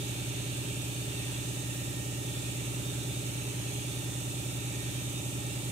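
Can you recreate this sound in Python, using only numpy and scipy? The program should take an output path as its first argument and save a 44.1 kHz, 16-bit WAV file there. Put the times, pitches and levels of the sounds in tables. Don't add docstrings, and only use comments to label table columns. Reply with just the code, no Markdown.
import sys
import numpy as np
from scipy import signal
from scipy.fft import rfft, irfft, next_fast_len
from scipy.io import wavfile
from scipy.ndimage import uniform_filter1d, map_coordinates

SR = 44100
rng = np.random.default_rng(int(sys.argv[2]) if len(sys.argv) > 2 else 0)


def put_to_file(sound):
    columns = np.atleast_2d(sound).T
    safe = np.clip(columns, -1, 1)
    whole_steps = np.round(safe * 32767)
    wavfile.write(sys.argv[1], SR, whole_steps.astype(np.int16))


def linear_from_db(decibels):
    return 10 ** (np.asarray(decibels, float) / 20)


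N = 251943

CRANK_HZ = 16.257
HUM_HZ = 120.01
LAG_S = 14 / SR

# multiple of the crank rate, level in dB rms, left-right difference in dB.
STRONG_HARMONICS = [(4, -53, -3), (5, -59, -2), (6, -54, -1), (7, -61, 0), (8, -45, -2), (9, -54, -1),
                    (10, -52, -3), (11, -56, 2), (12, -56, 1), (14, -55, -10), (16, -55, 0), (17, -62, -1),
                    (18, -49, -2), (19, -59, 0), (20, -54, -2), (21, -62, 2), (22, -55, -4), (23, -64, 0),
                    (25, -55, -6), (30, -62, -4), (34, -64, 3), (35, -63, 2), (32, -66, -10), (36, -61, -1),
                    (37, -59, -14), (38, -66, 2), (39, -66, 1), (42, -66, 0), (44, -64, 1), (46, -63, 0)]
# frequency in Hz, level in dB rms.
FAINT_HARMONICS = [(220, -69.5), (410, -65), (470, -75.5), (560, -72), (700, -76.5), (830, -67.5),
                   (1070, -81), (1230, -72.5)]
# frequency in Hz, arrival in turns.
BAND_ARRIVAL = [(90, 0.852), (115, .47), (146, .45), (180, 0.719), (235, 0.496), (280, 1.2), (310, .93),
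                (480, 1.55)]
# frequency in Hz, left lead in radians.
STANDING_WAVE_LEAD = [(520, 0), (660, -1.0), (720, -2.34), (750, -3), (775, -0.4), (900, -0.7), (950, 0)]
# multiple of the hum, multiple of the crank rate, level in dB rms,
# left-right difference in dB, left lead in radians.
HUM_SIDEBANDS = [(1, 0, -39, 0, -0.2), (1, -3, -67, 0, 0.0), (1, -2, -58, -1, -0.3), (1, 1, -66, 0, -0.0),
                 (1, 3, -65, -3, -0.1), (1, 4, -67, 0, 0.3), (1, 5, -70, -2, 0.5), (1, 8, -75, -2, 0.2),
                 (-1, 14, -61, 0, -0.2), (2, -7, -66, 1, 0.0), (2, -4, -71, -1, 0.3), (3, 0, -66, -6, -0.1),
                 (4, 0, -81, -3, 0.3)]
# frequency in Hz, level in dB rms.
CLACK_LEVELS = [(1400, -85.5), (1650, -77), (2000, -84.5), (2200, -71.5), (2600, -74), (2900, -75),
                (3300, -84), (3800, -87), (4200, -99)]
# frequency in Hz, density in dB per Hz.
RUMBLE_SPECTRUM = [(42, 5), (65, 14), (122, 21), (150, 16), (230, 11), (400, 11), (460, 7), (700, 3),
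                   (830, 9), (960, 3), (1400, 3), (1700, 6), (2100, 5), (2600, -30)]
# frequency in Hz, density in dB per Hz.
CASING_SPECTRUM = [(1700, -32), (2050, -8), (2350, 10), (2750, 14.5), (3150, 8.5), (3650, 12.5), (4000, 10),
                   (4500, 6.5), (4900, 2), (5600, -28)]
# frequency in Hz, density in dB per Hz.
HISS_SPECTRUM = [(4000, -13), (5000, 4.5), (6000, 10.5), (8000, 14.5), (9200, 10), (10500, 5), (11600, 2.5),
                 (12000, 5), (14000, 4.5), (15000, -5), (15200, -7), (15700, 0), (15900, -50)]
# frequency in Hz, width in Hz, level in dB.
TANK_MODES = [(410, 7, 27), (745, 12, 12), (810, 6, 14), (829, 8, 18), (861, 7, 14), (911, 6, 13),
              (1000, 16, 10), (1253, 14, 10), (1322, 16, 8), (1403, 8, 10), (1462, 7, 10), (1623, 12, 11),
              (1670, 20, 11), (1837, 7, 23), (1859, 5, 21), (1964, 8, 12)]
# frequency in Hz, width in Hz, level in dB.
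SHELL_MODES = [(2104, 6, 13), (2195, 7, 13), (2227, 9, 15), (2309, 8, 19), (2343, 8, 16), (2465, 14, 18),
               (2735, 25, 21), (2932, 14, 18), (3083, 9, 17), (3179, 9, 20), (3287, 12, 20), (3400, 14, 18),
               (3505, 10, 25), (3630, 10, 19), (3670, 14, 26), (3753, 10, 22), (3987, 8, 15),
               (4044, 14, 15), (4125, 10, 14), (4284, 10, 14), (4400, 8, 14)]
# frequency in Hz, width in Hz, level in dB.
PORT_WHISTLES = [(5084, 26, 15.5), (5980, 40, 16), (6370, 61, 18.5), (9030, 114, 15.5)]
# time in seconds, level in dB.
RATTLE_LEVELS = [
    (0.0, -47),
    (0.75, -46),
    (2.22, -49.5),
    (2.34, -47.5),
    (2.85, -48),
    (3.96, -47),
    (4.02, -49),
    (5.37, -48.5),
    (5.71, -48),
]
# frequency in Hz, left-right coherence from 0 to 1.
LIKENESS = [(60, 0.91), (250, 1), (500, 0.75), (1000, 0.21), (2500, 0.29), (5000, 0.22), (15000, 0.15)]
# frequency in Hz, left-right difference in dB.
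SIDE_BALANCE = [(60, 4), (110, 3), (200, -3), (380, -2), (700, -3), (1290, -1), (2380, -3), (4400, -0.5),
                (8120, -7), (15000, -6)]


def unit(x):
    return x / np.sqrt(np.mean(x ** 2) + 1e-20)


def along(points, hz):
    point_hz, value = np.transpose(points)
    return np.interp(np.log(hz + 1), np.log(point_hz + 1), value)


def wobble(rate, count=N, per=SR):
    knots = rng.standard_normal(int(count * rate / per) + 4)
    return map_coordinates(knots, [np.arange(count) * rate / per])


def throb(depths, start):
    angle = 2 * np.pi * (CRANK_HZ * np.arange(N) / SR - start)
    return 1 + sum(d * np.cos(2 ** (k + 1) * angle) for k, d in enumerate(depths))


def resonant_noise(spectrum, modes, ripple_db, ripple_hz, patchy_db):
    z = signal.stft(rng.standard_normal((2, N)), nperseg=1024)[2]
    field = uniform_filter1d(rng.standard_normal(z.shape[1:]), size=6, axis=0)
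    field = uniform_filter1d(field, size=24, axis=1)
    pair = signal.istft(z * linear_from_db(patchy_db * unit(field)), nperseg=1024)[1][:, :N]

    m = next_fast_len(N + SR // 2)
    f = np.fft.rfftfreq(m, 1 / SR)
    ripple = ripple_db * np.array([wobble(1 / ripple_hz, count=len(f), per=m / SR) for _ in range(2)])
    peaks = sum(linear_from_db(db) ** 2 / (1 + (2 * (f - hz) / width) ** 2) ** 2 for hz, width, db in modes)
    gain = np.sqrt(linear_from_db(along(spectrum, f) + ripple) ** 2 + peaks)

    turn = np.arccos(np.clip(along(LIKENESS, f), 0, 1)) / 2
    mid, side = rfft(pair, m) * [np.cos(turn), np.sin(turn)]
    pan_db = along(SIDE_BALANCE, f) / 2
    lag = np.exp(-1j * np.pi * f * LAG_S)
    both = [(mid + side) * lag, (mid - side) / lag]
    return irfft(gain * linear_from_db([pan_db, -pan_db]) * both, m)[:, :N]


def at_points(hz, db, pan_db, lead, phase):
    turn = np.pi * hz * LAG_S - lead / 2
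    share = 2 / np.sqrt(1 + linear_from_db(-2 * np.array([pan_db, -pan_db])))
    return linear_from_db(db) * share * np.exp(1j * (phase + [-turn, turn]))


def every_turn(order, sizes):
    size = 2 ** 15
    bins = np.zeros((2, size // 2 + 1), complex)
    bins[:, order.astype(int)] = sizes * size / 2
    place = CRANK_HZ * np.arange(N) / SR % 1 * size
    return np.array([np.interp(place, np.arange(size), v, period=size) for v in irfft(bins, size)])


def tank():
    rumble = resonant_noise(RUMBLE_SPECTRUM, TANK_MODES, ripple_db=3.0, ripple_hz=12, patchy_db=1.5)
    return linear_from_db(-49.8) * throb([.08, .08], start=0.25) * rumble


def air():
    swell = linear_from_db(0.14 * wobble(2.84) + 0.25 * wobble(0.98))
    hiss = resonant_noise(HISS_SPECTRUM, PORT_WHISTLES, ripple_db=2.0, ripple_hz=22.08, patchy_db=0.82)
    return linear_from_db(-50.0) * swell * throb([.05, .035, .03], start=0.37) * hiss


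def casing():
    s, db = np.transpose(RATTLE_LEVELS)
    looseness = linear_from_db(np.interp(np.arange(N) / SR, s, db - np.mean(db)))
    fin_swell = linear_from_db(0.5 * wobble(3))
    rattle = resonant_noise(CASING_SPECTRUM, SHELL_MODES, ripple_db=4.0, ripple_hz=14, patchy_db=1.07)
    upper = signal.sosfiltfilt(signal.butter(4, 3150, "high", fs=SR, output="sos"), rattle)
    lower = rattle - upper
    return linear_from_db(-49.5) * throb([.05, .08, .05], start=0.18) * looseness * (lower + fin_swell * upper)


def valve_clack():
    order = np.arange(87, 260)
    hz = order * CRANK_HZ
    luck = rng.standard_normal((len(hz), 4))
    db = along(CLACK_LEVELS, hz) - 2.5 + 5 * luck[:, 0]
    pan_db = -2.5 + 6 * luck[:, 1]
    sizes = at_points(hz, db, pan_db, lead=1.23 * luck[:, 2], phase=9 * luck[:, 3])
    return linear_from_db(2.0 * wobble(2.08)) * every_turn(order, sizes)


def crank_harmonics():
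    order = np.arange(4, 87)
    hz = order * CRANK_HZ
    luck = rng.standard_normal((len(hz), 3))
    twin_db = 1.5 * (-1.0) ** order
    db = along(FAINT_HARMONICS, hz) + twin_db + 2.5 * luck[:, 0]
    pan_db = -1.5 + 6 * luck[:, 1]
    lead = 1.55 * np.clip(hz / 1020, 0, 1) ** 2 * luck[:, 2]
    lead += along(STANDING_WAVE_LEAD, hz)
    strong, strong_db, strong_pan_db = np.transpose(STRONG_HARMONICS)
    place = np.searchsorted(order, strong)
    db[place], pan_db[place] = strong_db, strong_pan_db
    return order, db, pan_db, lead


def motor_hum(start_phase):
    mains, shaft, db, pan_db, lead = np.transpose(HUM_SIDEBANDS)
    hz = mains * HUM_HZ + shaft * CRANK_HZ
    drift = rng.uniform(0, 2 * np.pi, len(db)) * (np.arange(len(db)) > 0)
    sizes = at_points(hz, db, pan_db, lead, start_phase + drift)
    hum = np.real(sizes @ np.exp(2j * np.pi * np.outer(hz, np.arange(N) / SR)))
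    return hum * linear_from_db(.3 * wobble(2))


def pump_and_motor():
    order, db, pan_db, lead = crank_harmonics()
    hz = order * CRANK_HZ
    spread = np.clip(hz / 1800, 0, .4) + np.clip(hz / 850, 0, 2) ** 8
    scatter = spread * rng.standard_normal(len(hz))
    phase = np.pi + scatter - 2 * np.pi * np.cumsum(along(BAND_ARRIVAL, hz))
    crank = every_turn(order, at_points(hz, db, pan_db, lead, phase))
    return crank * linear_from_db(.25 * wobble(3)) + motor_hum(phase[order == 8] - .23)


def scene():
    return tank() + air() + casing() + valve_clack() + pump_and_motor()


def band_limit(x):
    return signal.sosfilt(signal.butter(12, 15730, fs=SR, output="sos"), x)


def record(dry):
    return band_limit(dry)


dry = scene()
out = record(dry)
put_to_file(out)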